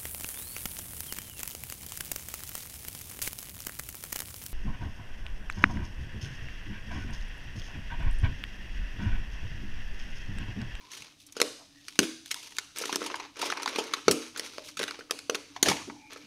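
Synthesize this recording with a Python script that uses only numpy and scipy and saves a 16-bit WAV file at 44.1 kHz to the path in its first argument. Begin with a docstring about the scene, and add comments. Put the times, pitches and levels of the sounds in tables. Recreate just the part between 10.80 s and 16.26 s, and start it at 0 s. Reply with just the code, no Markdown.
"""Creases in a clear plastic bag buckle with sharp snaps as two hands peel a card out of it on a cutting mat.
Each snap is a click, a burst of noise and a ringing facet of film; low flaps are short swings of the sheet.
Between snaps the film slides (noise shaken by tiny slips), ticks at random, and flutters or sings (noise bands).
It is close to the microphone in a small bare room: the mat and walls throw the sound back, with a low boom.
Behind it lie a faint low hum that slowly grows and steady room noise."""
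import sys
import numpy as np
from scipy import signal
from scipy.fft import rfft, irfft, next_fast_len
from scipy.io import wavfile
from scipy.ndimage import uniform_filter1d

SR = 44100
rng = np.random.default_rng(int(sys.argv[2]) if len(sys.argv) > 2 else 0)


def persist_wave(psi):
    """Save psi, clipped to +-1, as 16-bit WAV."""
    counts = np.round(np.clip(psi, -1, 1) * 32767).astype(np.int16)
    wavfile.write(sys.argv[1], SR, np.atleast_2d(counts).T)


N = 240991  # length of the scene in samples

# the film's four pitch ranges, called body, crack, fizz and sparkle: low edge f/Hz, high edge f/Hz
RANGES = [(620, 2200), (2200, 7500), (7500, 11000), (11000, 16000)]
# tone colour of the film: f/Hz, level/dB
FILM_COLOUR = [(200, 14.5), (700, 6.5), (950, 3), (1350, 0.5), (1850, -1.5), (2500, 6), (3100, 7),
               (3900, 7.5), (5000, 4.5), (6300, 3.5), (7600, -12.5), (9500, -8), (12000, -23),
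               (15500, -29.5)]
SNAP_SIZE = 2048  # samples in one short sound
TOP_HZ = 15550  # nothing much is heard above this
DIRECTIONS = 6  # ways in which the film sends out its sound


def creases():
    """Buckling creases snap and nudge the sheet, which also flaps; brightness tips a snap from body to fizz."""
    # creases that buckle: t/s, level before the snap's trim/dB, brightness/dB, facet f/Hz, ring time/ms
    buckles = [(.115, -47.5, 6.5, 6100, 7.6), (.17, -46.5, 5, 3030, 10), (.221, -47, 2.5, 6260, 2.3),
               (0.465, -68.5, 24.5, 5860, 5), (0.523, -55.5, 14, 5730, 3), (0.566, -41.5, 2, 1425, 6),
               (.601, -31.5, 2, 1540, 2.3), (.6154, -22, 4.5, 4020, 1.44), (1.082, -41.5, 5, 1460, 3),
               (1.155, -51, 4, 3540, 4.6), (1.19, -19, 4.5, 1560, 1.83), (1.229, -34.5, 3, 2520, 6.6),
               (1.459, -48, 7, 3500, 1.5), (1.508, -42.5, 4, 2940, 2.1), (1.512, -31, 6, 2110, 4.5),
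               (1.543, -38.5, 6.5, 5170, 1.2), (1.558, -44.5, 3.5, 980, 20), (1.721, -54, 0, 2460, 2.3),
               (1.7672, -46.5, 6.5, 6200, 0.88), (1.784, -30.5, 3, 1440, 2.3),
               (1.985, -46, 19.5, 2450, 0.82), (2.015, -50, 14, 5800, 3.6),
               (2.037, -47.5, -10.5, 1340, 3.3), (2.055, -37, 5, 3540, 2.6), (2.093, -40, -5.5, 956, 4.8),
               (2.126, -33, 1, 3600, 3), (2.145, -52.5, -11, 1750, 3), (2.158, -30, 6.5, 4870, 1.3),
               (2.217, -50.5, -12, 1290, 3.2), (2.266, -52, -2, 1080, 2.6), (2.3, -49.5, -10.5, 1030, 1.6),
               (2.342, -45, -12, 1050, 1.1), (2.398, -43, -4.5, 975, 4.5), (2.448, -63, -14, 975, 2.8),
               (2.566, -57, -4, 1383, 15), (2.615, -32.5, 3, 1308, 5.9), (2.625, -37.5, -7, 963, 10),
               (2.7002, -34.5, -2, 1370, 4.2), (2.723, -40, -10, 995, 1.9), (2.771, -40.5, -3, 960, 3.7),
               (2.798, -46.5, -6, 940, 3.3), (2.8306, -38, 3.5, 1360, 2.3), (2.859, -34, -3.5, 990, 1.8),
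               (2.876, -35, -3.5, 1440, 2.1), (2.959, -35, 0, 3370, 2.2), (2.984, -30.5, 1, 907, 9.8),
               (3.136, -28, 0.5, 1300, 3.3), (3.281, -23, -1.5, 1340, 2.8), (3.311, -26, 10, 5130, 3.2),
               (3.317, -38.5, 12, 4900, 8.4), (3.561, -45.5, -3, 1450, 1.7), (3.574, -40.5, 9, 4620, 5.6),
               (3.5954, -33.5, 5, 5250, 1.3), (3.782, -43.5, -2, 650, 0.42), (3.97, -38.5, 2.5, 1320, 6),
               (3.992, -36, 4, 3080, 1.4), (4.013, -43, -2, 1500, 3), (4.03, -34, 1.5, 3700, 1.3),
               (4.038, -35, 2.5, 1580, 0.69), (4.079, -39, -1, 3500, 4.4), (4.109, -40, -0.5, 4730, 0.78),
               (4.143, -57, -7, 2360, 2.4), (4.19, -49, 0.5, 1340, 8.3), (4.208, -58.5, -12.5, 1500, 2.9),
               (4.296, -64, -15, 1250, 9.4), (4.309, -28.5, 4.5, 4790, 1.47),
               (4.389, -43.5, 5.5, 4360, 1.7), (4.497, -30, 1.5, 1390, 1.7), (4.546, -34, 0.5, 2510, 2.3),
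               (4.552, -35.5, 2.5, 4160, 2), (4.762, -44, -5.5, 1003, 4.8), (4.8275, -21, 9, 6420, 2.7),
               (4.8582, -29.5, 1.5, 1735, 11), (4.8841, -25.5, 3.5, 1260, 3.7), (4.899, -36, 7, 5130, 9.1),
               (4.913, -34.5, -8, 897, 4.4), (4.966, -42.5, -0.5, 2990, 3.4), (5.098, -62, -20, 940, 3.1),
               (5.3315, -49, 6, 2390, 2.1), (5.36, -56, -7, 1330, 4.1)]
    # the whole sheet flips over: t/s, f/Hz, level before the flap's trim/dB
    sheet_flips = [(.567, 453, -37.5), (.601, 480, -31.5), (.6154, 477, -24), (1.19, 300, -20),
                   (1.2, 370, -27), (1.23, 337, -28), (2.013, 483, -35.5), (2.055, 432, -45),
                   (2.127, 350, -34.5), (2.158, 375, -33.5), (2.217, 453, -36.5), (2.876, 324, -45.5),
                   (2.959, 318, -43), (2.985, 444, -27), (3.281, 442, -14), (3.311, 375, -26.5),
                   (3.318, 390, -32), (3.5955, 480, -42), (3.782, 577, -37), (4.011, 440, -39.5),
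                   (4.19, 467, -43), (4.309, 475, -36), (4.496, 484, -25.5), (4.547, 428, -35),
                   (4.8276, 342, -25.5), (4.8845, 340, -26), (5.078, 300, -47.5), (5.361, 494, -46.5)]
    fizz_below_crack_db = -11  # at neutral brightness
    out = np.zeros((DIRECTIONS, N))
    # every crease nudges the sheet a little; this level is set against the crease's body
    nudge = flap(hz=404, db=-17)
    for s, db, bright_db, facet_hz, ring_ms in buckles:
        body_db = db - bright_db
        fizz_db = db + bright_db + fizz_below_crack_db
        crack = snap(ring_ms, facet_hz, (body_db, db, fizz_db))
        add(out, s, crack + undb(body_db) * nudge)
    for s, hz, db in sheet_flips:
        add(out, s, flap(hz, db))
    return out


def snap(ring_ms, facet_hz, range_db, click=.6, rise=.1, facet=0.41, facet_hold=1.0, facet_spread=0.031,
         shiver_hold=1.56, damping=0.92, snap_trim_db=1.5, edge_hz=1120):
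    """One crease flips: a click, a shiver of bending waves, a ringing facet. One row for each direction."""
    t = np.arange(SNAP_SIZE) / SR
    ring_s = ring_ms / 1000
    # slow creases roll over, quick ones crack at once
    onset = 1 - np.exp(-t / (rise * ring_s))
    waves = rng.standard_normal((DIRECTIONS, SNAP_SIZE)) * onset

    # an uneven facet has three close pitches rather than one
    places = np.array([-1, 0, 1])[:, None, None]
    jitter = rng.uniform(-.5, .5, size=(3, DIRECTIONS, 1))
    detune = 1 + facet_spread * (places + jitter)
    facet_modes = ring(t, facet_hz * detune, facet_hold * ring_s).sum(axis=0)
    facet_ring = unit(onset * facet_modes)

    # each higher range dies sooner
    decays = ring_s * shiver_hold * damping ** np.arange(len(RANGES))[:, None, None]
    shiver = unit(waves * np.exp(-t / decays))
    # the quicker the flip, the more of it is one clean click
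    tick = click / np.sqrt(ring_ms) * (t == 0)
    film = unit(travel(colour(shiver + tick, FILM_COLOUR))) + facet * facet_ring
    # a facet gives out little below its own pitch
    film = band(film, min(0.83 * facet_hz, edge_hz), TOP_HZ, order=4)

    gains = range_gains(*range_db, sparkle_db=-6.0)
    crack = sum(gain * unit(band(part, *edges)) for gain, part, edges in zip(gains, film, RANGES))
    return undb(snap_trim_db) * crack * np.sqrt(SR / 100)  # levels are averages over 10 ms


def travel(x, lag_s=0.000865, edge_echo=0.58, echo_s=0.0004873):
    """Bending waves cross the facet: slow lows arrive late, and an edge echo colours each direction differently."""
    hz = np.fft.rfftfreq(SNAP_SIZE, 1 / SR)
    late_lows = np.exp(-4j * np.pi * lag_s * np.sqrt(1000 * hz))
    delays_s = echo_s * 2 ** rng.uniform(-0.85, 1, size=(DIRECTIONS, 1))
    echo = 1 - edge_echo * np.exp(-2j * np.pi * hz * delays_s)
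    return irfft(rfft(x) * late_lows * echo, SNAP_SIZE)


def flap(hz, db, flap_s=0.0031, flap_trim_db=-1):
    """The open sheet swings for a few cycles and gives out sound only around that pitch."""
    swing = ring(np.arange(SNAP_SIZE) / SR, hz, flap_s)
    heard = unit(band(swing, 0.5 * hz, 4.0 * hz))
    return undb(db + flap_trim_db) * heard * np.sqrt(SR / 100)


def pulling():
    """Pulls slide the film over card and fingers: each rises, holds and dies away. Gives level and brightness in dB."""
    # pulls: t at full strength/s, length/s, level before the slide's trim/dB, brightness/dB
    pulls = [(0, 0.17, -55.5, 0), (0.121, 0.09, -48.5, 6), (0.184, 0.091, -54.5, 0), (0.396, 0.03, -56, 13),
             (0.564, 0.045, -51.5, -2.5), (.97, 0.11, -60, 8), (1.063, 0.18, -55, 8.5),
             (1.468, 0.033, -52.5, 9.5), (1.59, 0.17, -50, 7), (1.97, 0.077, -39, 3.5),
             (2.06, 0.087, -44, 2), (2.207, 0.065, -41.5, -5), (2.293, 0.064, -47, -7),
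             (2.387, 0.069, -51.5, -6), (2.569, 0.063, -46.5, -3.5), (2.607, 0.1, -39.5, -3),
             (2.723, .13, -49, -10), (2.888, 0.15, -44.5, -4), (3.052, 0.13, -48.5, -7.5),
             (3.268, 0.21, -49, -2), (3.559, 0.089, -47, -4.5), (3.65, 0.16, -49.5, 2.5),
             (3.854, 0.031, -45, 7.5), (4.003, 0.016, -40.5, -6.5), (4.085, .06, -51.5, -6),
             (4.67, 0.19, -57.5, -0.5), (4.867, 0.017, -29.5, -0.5), (4.932, 0.093, -53.5, -11.5),
             (5.315, 0.02, -47, -2), (5.37, 0.075, -55, 1)]
    attack_s, release_s = 0.022, 0.029
    held_db = -65.5  # between pulls the held film barely stirs
    t = np.arange(0, N / SR, .001)
    power = np.full(len(t), undb(held_db) ** 2)
    bright = 0
    for s, length, db, bright_db in pulls:
        rise = np.clip((t - s) / attack_s + 1, 0, 1)
        fall = np.exp(-np.clip((t - s - length) / release_s, 0, 20))
        pull = (undb(db) * rise * fall) ** 2
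        power = power + pull
        bright = bright + bright_db * pull
    # go from millisecond steps to samples
    sample_t = np.arange(N) / SR
    level_db = np.interp(sample_t, t, 10 * np.log10(power))
    return level_db, np.interp(sample_t, t, bright / power)


def sliding(level_db, bright_db, slips_per_s=900, spread_db=2.5, grain_s=0.0014, slide_trim_db=-2.0,
            sheet_db=-5, catch_db=2, catches_per_s=55):
    """Tiny slips of uneven size, dense enough to hiss, shake the film and faintly the sheet."""
    middling_db = -50  # level of a middling pull
    sheet_growth, fizz_growth = 0.88, 0.37  # dB for each dB that a pull is firmer than middling
    hiss = .4  # smooth share of the sliding, against its grains
    force_db = np.clip(level_db - middling_db, -10, 6)
    # body and fizz are set against the crack
    body_db = -5 - bright_db
    fizz_db = -15 + bright_db + fizz_growth * force_db

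    sizes = undb(spread_db * np.minimum(rng.exponential(size=N), 4.5))
    slips = (rng.random(N) < slips_per_s / SR) * sizes
    # each slip shakes the film and dies away over the grain time
    shaking = np.sqrt(signal.lfilter([1], [1, -np.exp(-2 / (grain_s * SR))], slips ** 2))
    grains = unit(shaking * rng.standard_normal(N))
    film = colour(grains + hiss * unit(rng.standard_normal(N)), FILM_COLOUR)
    # the film catches and lets go, so it never slides evenly
    film = film * undb(catch_db * walk(catches_per_s))

    upper = band(film, 960, TOP_HZ, order=4)
    gains = range_gains(body_db, np.zeros(N), fizz_db, sparkle_db=-3.5)
    out = sum(gain * unit(band(upper, *edges)) for gain, edges in zip(gains, RANGES))
    # a firmer pull shakes more of the sheet
    sheet_gain = undb(body_db + sheet_db + sheet_growth * force_db)
    sheet = sheet_gain * unit(band(film, 285, 652))
    return (out + sheet) * undb(level_db + slide_trim_db) * np.sqrt(N)


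def wrinkles(level_db, bright_db, most_ticks_per_s=13, firm_db=-46, give_db=2.5, tick_db=-7, spread_db=3,
             body_db=-3, fizz_db=-6):
    """Tiny wrinkles give way at random, mostly in firm pulls; a dull pull favours the larger, lower facets."""
    # facets of the wrinkles: f/Hz, ring time/ms
    facets = [(950, 7), (1350, 9), (2400, 2.3), (3600, 1.7), (5500, 3.6)]
    out = np.zeros((DIRECTIONS, N))
    # chance of a tick in each sample, for each kind of facet
    chance = most_ticks_per_s / SR / (1 + .5 * np.exp((firm_db - level_db) / give_db))
    for facet_hz, ring_ms in facets:
        tick = snap(ring_ms, facet_hz, (body_db, 0, fizz_db), click=0.56, rise=0.047)
        size_db = spread_db * np.minimum(rng.exponential(size=N), 2.5)
        favour = np.log2(facet_hz / 3000) / 2
        for i in np.flatnonzero(rng.random(N) < chance):
            db = level_db[i] + favour * bright_db[i] + size_db[i] + tick_db
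            add(out, i / SR, tick * undb(db))
    return out


def flutters():
    """The bag flutters and scuffs when the card jerks in it: brief wide bands of noise."""
    # flutters: middle t/s, length/s, f/Hz, level/dB
    jerks = [(.21, 0.058, 114, -61), (.81, 0.036, 790, -57), (1.2, 0.012, 130, -43.5),
             (3.305, 0.036, 145, -35.5), (4.015, 0.047, 169, -51), (4.885, 0.042, 620, -32),
             (4.895, 0.033, 130, -34.5), (4.95, 0.25, 110, -55), (5.09, 0.02, 286, -40),
             (5.445, 0.021, 170, -59)]
    return swells(jerks, width=0.43)


def singing():
    """The film sings thinly where the card drags on it: brief narrow bands of noise."""
    # thin tones: middle t/s, length/s, f/Hz, level/dB
    drags = [(.04, 0.14, 1005, -61.5), (.99, 0.083, 1840, -65.5), (5.2, 0.1, 838, -60),
             (5.265, 0.12, 2330, -59.5), (5.42, 0.056, 2320, -61)]
    return swells(drags, width=0.05)


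def swells(rows, width):
    """Resonances of the bag, rubbed into brief swells; width is a share of the pitch."""
    t = np.arange(N) / SR
    out = np.zeros(N)
    for s, length, hz, db in rows:
        envelope = np.exp(-2 * ((t - s) / length) ** 2)
        tone = band(rng.standard_normal(N), hz / (1 + width), hz * (1 + width), order=2)
        out += undb(db) * np.sqrt(length * SR) * unit(envelope * tone)
    return out


def near(x):
    """The direct sound and its first reflections: delayed, weaker copies."""
    # reflections from mat, table and wall: delay/ms, gain (plain factor)
    reflections = [(2.7, 0.03), (4.6, 0.13), (10.8, 0.16), (13.5, 0.01)]
    out = x.copy()
    for ms, gain in reflections:
        lag = int(ms * SR / 1000)
        out[lag:] += gain * x[:-lag]
    return out


def room(rays, gap_s=0.0051, build_s=0.016):
    """Each ray finds its own way round the walls into a blurred tail; together they ring the low standing waves."""
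    # blurred echo: f/Hz, level against the direct sound/dB, time to fall by 60 dB/s
    echo_bands = [(98.7, -13, 0.07), (300, -10.5, 0.3), (716, -9.5, 0.33), (1500, -17, 0.53),
                  (2820, -12.5, 0.53), (5100, -13.5, 0.75), (8500, -12, 0.55), (15000, -18, 0.37)]
    # standing waves between the walls: f/Hz, level for the average ray/dB, time to fall by 60 dB/s
    standing_waves = [(113, -70, 0.16), (244, -30.5, 0.44), (291.6, -29, 0.26), (322.5, -31.5, 0.42),
                      (410.4, -40, 0.17), (451.5, -35.5, 0.32), (615.4, -28.5, 0.19)]
    t = np.arange(int(SR * .6)) / SR
    hz, db, t60 = np.transpose(echo_bands)
    grid = np.log(np.maximum(np.fft.rfftfreq(len(t), 1 / SR), 1))
    noise = rfft(rng.standard_normal((len(rays), len(t)))) / np.sqrt(len(rays))
    # the echo waits for a short gap, then builds up
    swell = 1 - np.exp(-np.maximum(t - gap_s, 0) / build_s)
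    response = 0
    # each band is one row's share of the noise, blending into its neighbours
    for share, echo_db, decay in zip(np.eye(len(hz)), db, t60):
        part = irfft(noise * np.interp(grid, np.log(hz), share), len(t))
        response += undb(echo_db) * part * unit(swell * undb(-60 * t / decay))
    for mode_hz, mode_db, decay in standing_waves:
        mode = unit(swell * ring(t, mode_hz, decay / np.log(1000)))
        response += undb(mode_db) * mode / len(rays)
    return signal.fftconvolve(rays, response, axes=-1).sum(axis=0)[:N]


def hum(hum_hz=290.3, width=0.057, start_db=-68.5, growth_db_per_s=1.62):
    """A faint low hum: a narrow band of noise, so it wavers by itself, that slowly grows."""
    tone = unit(band(rng.standard_normal(N), hum_hz / (1 + width), hum_hz * (1 + width), order=2))
    level_db = start_db + growth_db_per_s * np.arange(N) / SR
    return np.sqrt(N) * tone * undb(level_db)


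def air(air_db=-66.5):
    """Faint steady room noise: coloured random noise."""
    # colour of the still air: f/Hz, relative level per Hz/dB
    air_colour = [(25, -0.5), (60, 0), (115, 6), (200, -0.5), (290, 0.5), (400, -10), (700, -8),
                  (1200, -26.5), (2200, -14), (5500, -20), (9000, -14), (15000, -27)]
    return undb(air_db) * np.sqrt(N) * unit(colour(rng.standard_normal(N), air_colour))


def range_gains(body_db, crack_db, fizz_db, sparkle_db, brightening=0.18, fizz_trim_db=0.5):
    """Gains of the four ranges: the more fizz there is against crack, the more of it reaches the very top."""
    top_db = fizz_db + sparkle_db + brightening * np.clip(fizz_db - crack_db, -8, 8)
    return undb([body_db, crack_db, fizz_db + fizz_trim_db, top_db])


def walk(per_s):
    """Random levels joined by straight slopes; they spread by about 1."""
    hold = int(SR / per_s)
    steps = np.repeat(rng.standard_normal(N // hold + 1), hold)[:N]
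    return 1.2 * uniform_filter1d(steps, hold)


def ring(t, hz, decay_s):
    """A struck resonance: a dying sine of unit energy."""
    return unit(np.sin(2 * np.pi * hz * t) * np.exp(-t / decay_s))


def band(x, low_hz, high_hz, order=3):
    """Keep only the pitches between two edges."""
    sos = signal.butter(order, [low_hz, min(high_hz, .48 * SR)], "band", fs=SR, output="sos")
    return signal.sosfilt(sos, x)


def colour(x, points):
    """Filter through (Hz, dB) points without smearing sound ahead of its cause."""
    hz, db = np.transpose(points)
    size = next_fast_len(x.shape[-1] // 2 + 1) * 2
    grid = np.maximum(np.fft.rfftfreq(size, 1 / SR), 1)
    # folding the spectrum of the log gain (the cepstrum) forward in time gives a minimum-phase filter
    cepstrum = irfft(np.log(undb(np.interp(np.log(grid), np.log(hz), db))))
    cepstrum[1:size // 2] *= 2
    cepstrum[size // 2 + 1:] = 0
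    return irfft(rfft(x, size) * np.exp(rfft(cepstrum)))[..., :x.shape[-1]]


def unit(x):
    """Scale each row to unit energy."""
    return x / np.sqrt(np.sum(x ** 2, axis=-1, keepdims=True) + 1e-18)


def undb(db):
    """Decibels to gain."""
    return 10 ** (np.asarray(db) / 20)


def add(out, s, sound):
    """Mix a short sound in at its moment."""
    start = int(s * SR)
    out[:, start:start + SNAP_SIZE] += sound[..., :N - start]


def scene():
    """The film snaps, slides, ticks, flutters and sings; one direction faces the microphone, the rest feed the room."""
    level_db, bright_db = pulling()
    rays = creases() + sliding(level_db, bright_db) + wrinkles(level_db, bright_db)
    rays = rays + flutters() + singing()
    return (near(rays[0]) + room(rays[1:]) + hum() + air())[None]


def record(dry):
    """The recorder rounds the tallest peaks and cuts the top."""
    rounded = dry / (1 + (dry / .85) ** 6) ** (1 / 6)
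    return signal.sosfilt(signal.ellip(8, .2, 70, TOP_HZ, fs=SR, output="sos"), rounded)


dry = scene()
out = record(dry)
persist_wave(out)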